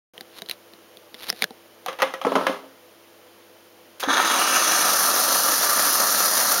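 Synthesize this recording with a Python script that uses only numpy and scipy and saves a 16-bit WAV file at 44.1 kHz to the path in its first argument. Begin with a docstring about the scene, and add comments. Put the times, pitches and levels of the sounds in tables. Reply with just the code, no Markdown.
"""In a small quiet room, a front-loading washing machine starts. Fingers tick and rub on the camera,
then parts of the machine click, scrape and clunk, ringing its steel cabinet. The inlet valve opens
with a puff, and water jets drum into the plastic detergent drawer as thousands of tiny impacts.
The hiss brightens as the camera moves up to the open drawer."""
import sys
import numpy as np
from scipy import signal
from scipy.fft import rfft, irfft, next_fast_len
from scipy.io import wavfile
from scipy.ndimage import uniform_filter1d, minimum_filter1d, map_coordinates

SR = 44100
rng = np.random.default_rng(int(sys.argv[2]) if len(sys.argv) > 2 else 0)


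def master(y):
    """Save y as 16-bit WAV."""
    cut = np.clip(np.atleast_2d(y).T, -1, 1)
    pcm = np.round(cut * 32767)  # scale
    wavfile.write(sys.argv[1], SR, pcm.astype(np.int16))


N = 291060
TIME = np.arange(N) / SR
FFT_SIZE = 2 * next_fast_len(N // 2 + SR // 2)
HZ = np.fft.rfftfreq(FFT_SIZE, 1 / SR)
VALVE_S, SPURT_S, WATER_S = 3.997, 4.075, 4.095  # valve opens, water thumps the hose, full flow


def amp(db):
    """Turn decibels into a gain."""
    return 10 ** (np.asarray(db) / 20)


def unit(x):
    """Scale to an average power of 1."""
    return x / np.sqrt(np.mean(x ** 2) + 1e-20)


def wobble(rate):
    """A smooth random curve through `rate` points a second."""
    points = rng.standard_normal(int(N * rate / SR) + 4)
    return map_coordinates(points, [TIME * rate], mode="nearest")


def fading(t, t60):
    """Die away from 1. The fade time, t60, is the seconds it takes to fall by 60 dB."""
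    return np.exp(-np.log(1000) * t / t60)


def since(s):
    """Seconds gone by since time s; zero before it."""
    return np.maximum(TIME - s, 0)


def add(track, s, sound):
    """Mix a sound into the track at time s."""
    rest = track[round(s * SR):]
    rest[:len(sound)] += sound[:len(rest)]


def causal(gain):
    """A filter with this gain that rings after a blow, never before (minimum phase)."""
    cepstrum = irfft(np.log(np.maximum(gain, 1e-6)))
    half = len(cepstrum) // 2
    cepstrum[1:half] *= 2
    cepstrum[half + 1:] = 0
    return np.exp(rfft(cepstrum))


def bell(hz, centre, width):
    """The hump of a resonance, a pitch at which something likes to ring."""
    return 1 / (1 + (2 * (hz - centre) / width) ** 2)


def body(tone, peaks=()):
    """A filter that colours sound like an object: its broad tone plus its resonances."""
    hz, db = np.transpose(tone)
    level = np.interp(np.log(HZ + 1), np.log(hz), db)
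    for centre, width, lift in peaks:
        level = level + lift * bell(HZ, centre, width)
    return causal(unit(amp(level)))


def filtered(x, response):
    """Pass x through a filter."""
    return irfft(rfft(x, FFT_SIZE) * response, FFT_SIZE)[:N]


def below(edge_hz, order):
    """Gain that keeps what lies below the edge; a higher order cuts more steeply."""
    return 1 / np.sqrt(1 + (HZ / edge_hz) ** (2 * order))


def small_part(x, edge_hz):
    """A small vibrating part gives off little bass."""
    return filtered(x, causal(np.sqrt(1 - below(edge_hz, order=3) ** 2)))


def grains(rate, spread_db):
    """Tiny random impacts of uneven size, about `rate` a second."""
    present = rng.random(N) < rate / SR
    size = amp(spread_db * np.clip(rng.standard_normal(N), -2, 2))
    return unit(present * size * rng.choice([-1, 1], N))


def reverberant(x, t60, wet_db):
    """Add the short blur of echoes in a small enclosure."""
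    t = np.arange(SR // 2) / SR
    tail = rng.standard_normal(len(t)) * fading(t, t60) * (1 - fading(t, 0.0067))
    return x + amp(wet_db) * signal.fftconvolve(x, tail / np.linalg.norm(tail))[:N]


# The room's tone. Each row: frequency in Hz, relative level in dB.
ROOM_TONE = [(40, -26), (130, -15.5), (200, -9.5), (500, 0), (1200, -5.5), (3000, -10.5), (6000, -14),
             (10000, -15.5), (15500, -15.5)]
# The room's resonances. Each row: pitch in Hz, width in Hz, boost in dB.
ROOM_PEAKS = [(198, 16, 7.8), (247, 65, 4.8), (326, 11, 7.8), (500, 18, 7.6), (589, 12, 7.5),
              (639, 14, 7.7), (3060, 300, 4.5)]
# The steady hum. Each row: pitch in Hz, average level in dB.
HUM = [(100, -73.5), (339, -61.5), (436, -66), (500, -64)]

def quiet_room():
    """A quiet drone in the room's low resonances, with a steady hum and microphone hiss."""
    drone = amp(-51.5) * filtered(rng.standard_normal(N), body(ROOM_TONE, ROOM_PEAKS))
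    hum = sum(amp(db) * np.sqrt(2) * np.sin(2 * np.pi * hz * TIME + 0.37 * wobble(4.13))
              for hz, db in HUM)
    return drone + hum


# Ticks on the camera. Each row: start in seconds, level in dB, pitch in Hz, thud adjustment in dB.
TICKS = [(0.179, -25, 3050, -10.5), (0.209, -16.5, 3940, -12.5), (.42, -17, 3850, -8),
         (.461, -30, 4050, -16), (.488, -21, 3970, -22), (0.4965, -11.5, 4270, -30),
         (0.5118, -8, 3960, -35), (.736, -33, 4000, -5), (0.971, -27.5, 3270, -11),
         (1.1436, -22, 2060, -10.5), (1.149, -29.5, 3500, -18), (1.2953, -14, 4800, -30),
         (1.301, -2, 5350, -23.5), (1.327, -20, 1770, -4.5), (1.4222, 0, 2240, -16),
         (1.433, -13.5, 3500, -22), (1.4411, -3.5, 1680, -16.5), (1.507, -31.5, 860, 7)]
# The tone of a stiff shell. Each row: frequency in Hz, relative level in dB.
SHELL_TONE = [(60, -50), (170, -17.5), (400, -12), (1200, -10.5), (1850, -3.5), (2450, -11), (3200, 0),
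              (4100, -2), (7000, -15.5), (9500, -10.5), (15500, -18.5)]

def finger_ticks():
    """Fingers tick on the camera's stiff shell: a crack, a very short ring and a low thud."""
    t = np.arange(SR // 12) / SR
    quick_fade = fading(t, t60=0.0079)
    cracks, rings = np.zeros((2, N))
    for s, db, hz, thud_db in TICKS:
        crack = rng.standard_normal(len(t)) * (quick_fade + amp(-24) * fading(t, 0.04))
        add(cracks, s, amp(db - 7) * crack)
        ring_shape = (1 - fading(t, 0.0012)) * (quick_fade + amp(-26) * fading(t, 0.044))
        add(rings, s, amp(db - 3.5) * np.sin(2 * np.pi * hz * t) * ring_shape)
        # the whole case answers more slowly, at a few low pitches
        thud = sum(np.sin(2 * np.pi * (case_hz * rng.uniform(0.85, 1.15) * t + rng.random()))
                   for case_hz in (210, 420, 680))
        add(rings, s, amp(db + thud_db - 10.5) * thud * (1 - fading(t, 0.004)) * fading(t, 0.052))
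    return filtered(cracks, body(SHELL_TONE)) + small_part(rings, edge_hz=160)


# Finger strokes. Each row: time of hardest press in seconds, level in dB, swell and fade in seconds.
STROKES = [(.389, -41, 0.23, .07), (.52, -40, 0.17, 0.089), (1.227, -36.5, 0.18, 0.18),
           (1.299, -31, 0.17, .025), (1.42, -40, 0.37, .12)]
# The tone of rubbing skin. Each row: frequency in Hz, relative level in dB.
SKIN_TONE = [(100, -16), (400, -1.5), (2000, -2.5), (4200, 0), (7000, -11.5), (12000, -7.5), (15500, -15)]

def finger_rub():
    """A finger slides on the camera's shell, pressing ever harder, then lets go."""
    press = sum(amp(db) * fading(np.maximum(s - TIME, 0), swell) * fading(since(s), release)
                for s, db, swell, release in STROKES)
    flicker = amp(1.5 * wobble(120))
    friction = grains(rate=2500, spread_db=7.0)
    return press * flicker * filtered(friction, body(SKIN_TONE, peaks=[(3920, 500, 2.9)]))


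# Light clacks of the latch and the valve.
# Each row: start in seconds, level in dB, contact fade in seconds, struck part's pitch in Hz.
CLACKS = [(1.862, -21.5, 0.0072, 746), (1.883, -25, 0.085, 1100), (1.928, -33, 0.049, 536),
          (1.9879, -30, 0.075, 1900), (2.0, -26.5, 0.14, 1350), (2.02, -13, 0.038, 1920),
          (2.028, -15.5, 0.029, 847), (2.138, -25.5, 0.051, 1915), (2.214, -29, 0.071, 755),
          (2.239, -36, 0.014, 900), (4.0358, -22, 0.029, 3340)]
# Heavy clunks on the cabinet.
# Each row: start in seconds, boom in dB, latch rattle in dB, struck part's pitch in Hz, its level in dB.
CLUNKS = [(2.249, -16.5, -39, 860, -17), (2.267, -16.5, -39, 487, -10.5), (2.3191, -19, -33, 533, -17.5),
          (2.354, -9, -20, 650, -25), (2.362, -16.5, -32, 271, -22), (2.41, -22.5, -35, 282, -34),
          (2.467, -17.5, -13, 1050, -13), (2.494, -21.5, -44, 270, -20)]
# The tones of the latch and the steel cabinet. 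Each row: frequency in Hz, relative level in dB.
LATCH_TONE = [(40, -40), (140, -23), (500, 3.5), (1200, -4.5), (3200, -2.5), (5000, -19), (9500, -21),
              (15500, -30)]
CABINET_TONE = [(40, -64), (130, -21), (200, -2.5), (500, 0), (1200, 2.5), (2000, -13), (4500, -24),
                (9500, -27), (15500, -50)]
# Their resonances. Each row: pitch in Hz, width in Hz, boost in dB.
LATCH_PEAKS = [(178, 62, 8), (531, 24, 13.5), (810, 71, 5.5), (1178, 430, 12), (1674, 43, 10),
               (2000, 51, 6), (2090, 35, 9.5), (3956, 110, 0), (5250, 450, 7), (6200, 430, 10)]
CABINET_PEAKS = [(181, 24, 6.8), (269.6, 21, 14.4), (403, 8.9, 10.4), (455, 31, 5.2), (528, 27, 5.8),
                 (620, 69, 8.4), (1020, 50, 4.4), (1317, 32, 6.3), (2980, 600, 4.7)]

def knocks():
    """Each blow snaps, rings the struck part, rattles the latch and booms in the cabinet's panels."""
    t = np.arange(SR // 2) / SR
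    latch, cabinet, snaps, parts = np.zeros((4, N))
    contact = 1 - fading(t, 0.0022)  # plastic gives a little, softening the start

    def blow(s, t60, part_hz, latch_db, cabinet_db, snap_db, part_db):
        """One contact, shared out among the things that it shakes."""
        rattle, boom, snap = rng.standard_normal((3, len(t)))
        ring_down = fading(t, t60)
        add(latch, s, amp(latch_db) * rattle * contact * (ring_down + amp(-12) * fading(t, 0.35)))
        add(cabinet, s, amp(cabinet_db) * boom * contact * (ring_down + amp(-12) * fading(t, 0.47)))
        add(snaps, s, amp(snap_db) * snap * (fading(t, t60 / 2) + amp(-29) * fading(t, 0.32)))
        add(parts, s, amp(part_db) * np.sin(2 * np.pi * part_hz * t) * contact * fading(t, 0.067))

    for s, db, t60, hz in CLACKS:
        snap_db = db - 5 * np.log2(t60 / 0.017)  # a briefer contact snaps brighter
        blow(s, t60, hz, latch_db=db, cabinet_db=db - 16, snap_db=snap_db, part_db=db - 2)
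    for s, boom_db, rattle_db, hz, part_db in CLUNKS:
        blow(s, t60=0.032, part_hz=hz, latch_db=rattle_db, cabinet_db=boom_db,
             snap_db=rattle_db - 18, part_db=part_db)
    return (filtered(latch, body(LATCH_TONE, LATCH_PEAKS + [(8700, 490, 5.2)]))
            + filtered(cabinet, body(CABINET_TONE, CABINET_PEAKS))
            + filtered(snaps, body(SHELL_TONE))
            + small_part(parts, edge_hz=190))


def scrape():
    """A sliding part scrapes between the clunks in a stream of tiny impacts."""
    start_s, stop_s = 2.235, 2.53
    slide = (1 - fading(since(start_s), 0.15)) * fading(since(stop_s), 0.32)
    return filtered(amp(-44) * slide * grains(rate=8000, spread_db=2.5), body(SHELL_TONE))


def valve():
    """The valve opens with a puff of air, and the first slug of water thumps the hose."""
    t = since(VALVE_S)
    puff = (1 - fading(t, 0.033)) * (amp(-24) * fading(t, 0.1) + amp(-39) * fading(t, 0.34))
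    air_tone = body([(100, -20.5), (500, -3.5), (1700, -0.5), (2500, 0.5), (6000, -1.5), (15000, -6.0)])
    air = puff * filtered(rng.standard_normal(N), air_tone)
    t = since(SPURT_S)
    thump = amp(-17.5) * np.sin(2 * np.pi * 280 * t) * (1 - fading(t, 0.02)) * fading(t, 0.11)
    return air + thump


# How directly the microphone faces the drawer. Each row: time in seconds, share from 0 to 1.
FACING = [(4.25, 0.03), (4.5, 0.36), (4.75, 0.57), (5.0, 0.93), (6.6, 1)]
# The water's tone from the machine's front and at the drawer.
# Each row: frequency in Hz, relative level in dB.
FRONT_TONE = [(40, -29), (150, -37), (200, -17), (500, -4), (1300, 2.5), (2000, -16.5), (4000, -13.5),
              (7000, -19), (10000, -21.5), (13000, -26), (15500, -24.5)]
DRAWER_TONE = [(40, -23), (150, -26.5), (200, -13.5), (600, -3.5), (1400, 1), (2400, -11), (4000, -4.5),
               (6000, -12.5), (9500, 3.5), (13500, 0), (15500, -4)]
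# The resonances heard at those two spots. Each row: pitch in Hz, width in Hz, boost in dB.
FRONT_PEAKS = [(217, 27, 5), (263, 18, 15.5), (323.3, 13, 11.5), (1194, 25, 5), (1298, 21, 5.5),
               (1453, 11, 7), (1563, 11, 14.5), (1705, 16, 10), (1807, 84, 12.5), (1890, 60, 2),
               (2290, 440, 14.5), (2646, 120, 9.5), (2910, 160, 10.5), (3340, 116, 9.5), (3600, 90, 3),
               (3910, 92, 10.5), (4670, 62, -1), (5120, 67, 4), (6350, 690, 13.5)]
DRAWER_PEAKS = [(188, 19, -3), (186, 28, 13), (253.5, 22, 1), (269, 80, 7), (310, 16, 1.5), (608, 200, 6.5),
                (1195, 150, 7.5), (1345, 59, 6.5), (1740, 230, 6), (4340, 200, 8), (5155, 1200, 9),
                (5985, 660, 14), (6780, 880, 8.5)]

def water_jets():
    """Big drops drum on the plastic, finer ones sizzle, and mist hisses out of the drawer's mouth."""
    facing = np.interp(TIME, *np.transpose(FACING))
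    front, drawer = body(FRONT_TONE, FRONT_PEAKS), body(DRAWER_TONE, DRAWER_PEAKS)
    sputter = wobble(110)  # the jets break up unevenly

    def heard(band, front_drops, drawer_drops):
        """One band of drops, blending from the front view to the view above the drawer."""
        muffled = unit(filtered(front_drops, front * band))
        direct = unit(filtered(drawer_drops, drawer * band))
        return np.sqrt(1 - facing) * muffled + np.sqrt(facing) * direct

    low, below_mist = below(2880, order=6), below(7900, order=20)
    middle = np.sqrt(1 - low ** 2) * below_mist
    high = np.sqrt(1 - below_mist ** 2)
    splash = heard(causal(low), grains(rate=900, spread_db=3), grains(rate=2000, spread_db=3))
    sizzle = heard(causal(middle), grains(rate=3700, spread_db=1), grains(rate=9000, spread_db=4.5))
    mist = heard(high, grains(rate=9000, spread_db=4), grains(rate=9000, spread_db=3.5))
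    # big drops are louder through the front panel
    splash_db = -26 + 4.5 * (1 - facing) + 0.77 * sputter + 0.54 * wobble(25)
    # the jets break up ever finer as pressure builds, so sizzle and mist swell later
    sizzle_db = -24.5 - 4.5 * fading(since(WATER_S), 0.8) + 0.97 * sputter
    mist_db = -22.5 - 12.5 * fading(since(WATER_S), 1.4) + 1.4 * sputter + 0.45 * wobble(30)
    rush = amp(splash_db) * splash + amp(sizzle_db) * sizzle + amp(mist_db) * mist
    # the flow builds up while the air is pushed out of the hose
    flow = amp(np.interp(TIME, [VALVE_S, 4.03, SPURT_S, WATER_S], [-95, -8, -16, 0.5]))
    return reverberant(flow * drawer_mouth(rush, facing), t60=0.13, wet_db=-14.5)


# The hollow ring of the empty tray. Each row: pitch in Hz, width in Hz, boost or cut in dB.
EMPTY_TRAY = [(1570, 780, 6), (2680, 940, -12), (3580, 650, 11), (5200, 1500, -0.5)]

def drawer_mouth(rush, facing):
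    """The tray, the front panel and the drawer's slot colour the rush of water on its way out."""
    hz, t, spectrum = signal.stft(rush, SR, nperseg=512)
    hz = hz[:, None]
    view = np.interp(t, TIME, facing)  # 0 from the front, 1 from above
    empty = np.interp(t, [WATER_S, 4.47], [1, 0])  # falls as water covers the tray's floor
    hollow_db = empty * sum(db * bell(hz, centre, width) for centre, width, db in EMPTY_TRAY)
    # the front panel shades the top treble
    edge_hz = np.interp(view ** 3, [0, 1], [11800, 16500])
    shade_db = -6 / (1 + (edge_hz / hz.clip(1000)) ** 20)
    # the slot beams its resonance one way, so it is strongest partway up
    in_beam = np.exp(-((view - 0.59) / 0.26) ** 2)
    slot_hz = np.interp(view, [0, 1], [6260, 5500])
    slot_db = 6 * in_beam * bell(hz, slot_hz, width=910)
    # the jets wander, making random patches of the tone louder or softer
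    patches = uniform_filter1d(rng.standard_normal(spectrum.shape), size=6, axis=0)
    wander_db = 0.94 * unit(uniform_filter1d(patches, size=20, axis=1))
    gain = amp(hollow_db + shade_db + slot_db + wander_db)
    return signal.istft(spectrum * gain, SR, nperseg=512)[1][:N]


# The first heavy drops. Each row: start in seconds, level in dB.
SPITS = [(4.115, -16), (4.137, -17), (4.158, -18), (4.172, -11), (4.198, -19), (4.228, -9), (4.249, -9)]

def spits():
    """Air in the hose spits heavy drops into the drawer, heard through the machine's front."""
    t = np.arange(SR // 20) / SR
    drops = np.zeros(N)
    for s, db in SPITS:
        add(drops, s, amp(db) * rng.standard_normal(len(t)) * fading(t, 0.0083))
    return filtered(drops, body(FRONT_TONE, FRONT_PEAKS))


def scene():
    """Fingers, machine and room, all at one microphone."""
    fingers = finger_ticks() + finger_rub()
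    machine = knocks() + scrape() + valve() + spits() + water_jets()
    return (fingers + machine + quiet_room())[None]


def record(dry):
    """After a moment's silence, the camera notches the treble, limits peaks and cuts the very top."""
    start_s, ceiling = 0.136, 0.72
    notch_hz, notch_width_hz, top_hz = 7900, 600, 15850
    offset_hz = np.abs(HZ - notch_hz)
    notch = causal((offset_hz / np.hypot(offset_hz, notch_width_hz)) ** 2 + amp(-44))
    sound = filtered(dry[0] * (TIME > start_s), notch)
    needed_gain = ceiling / np.maximum(np.abs(sound), ceiling)
    smooth_gain = uniform_filter1d(minimum_filter1d(needed_gain, size=129), size=129)
    return filtered(smooth_gain * sound, below(top_hz, order=400))[None]


dry = scene()
out = record(dry)
master(out)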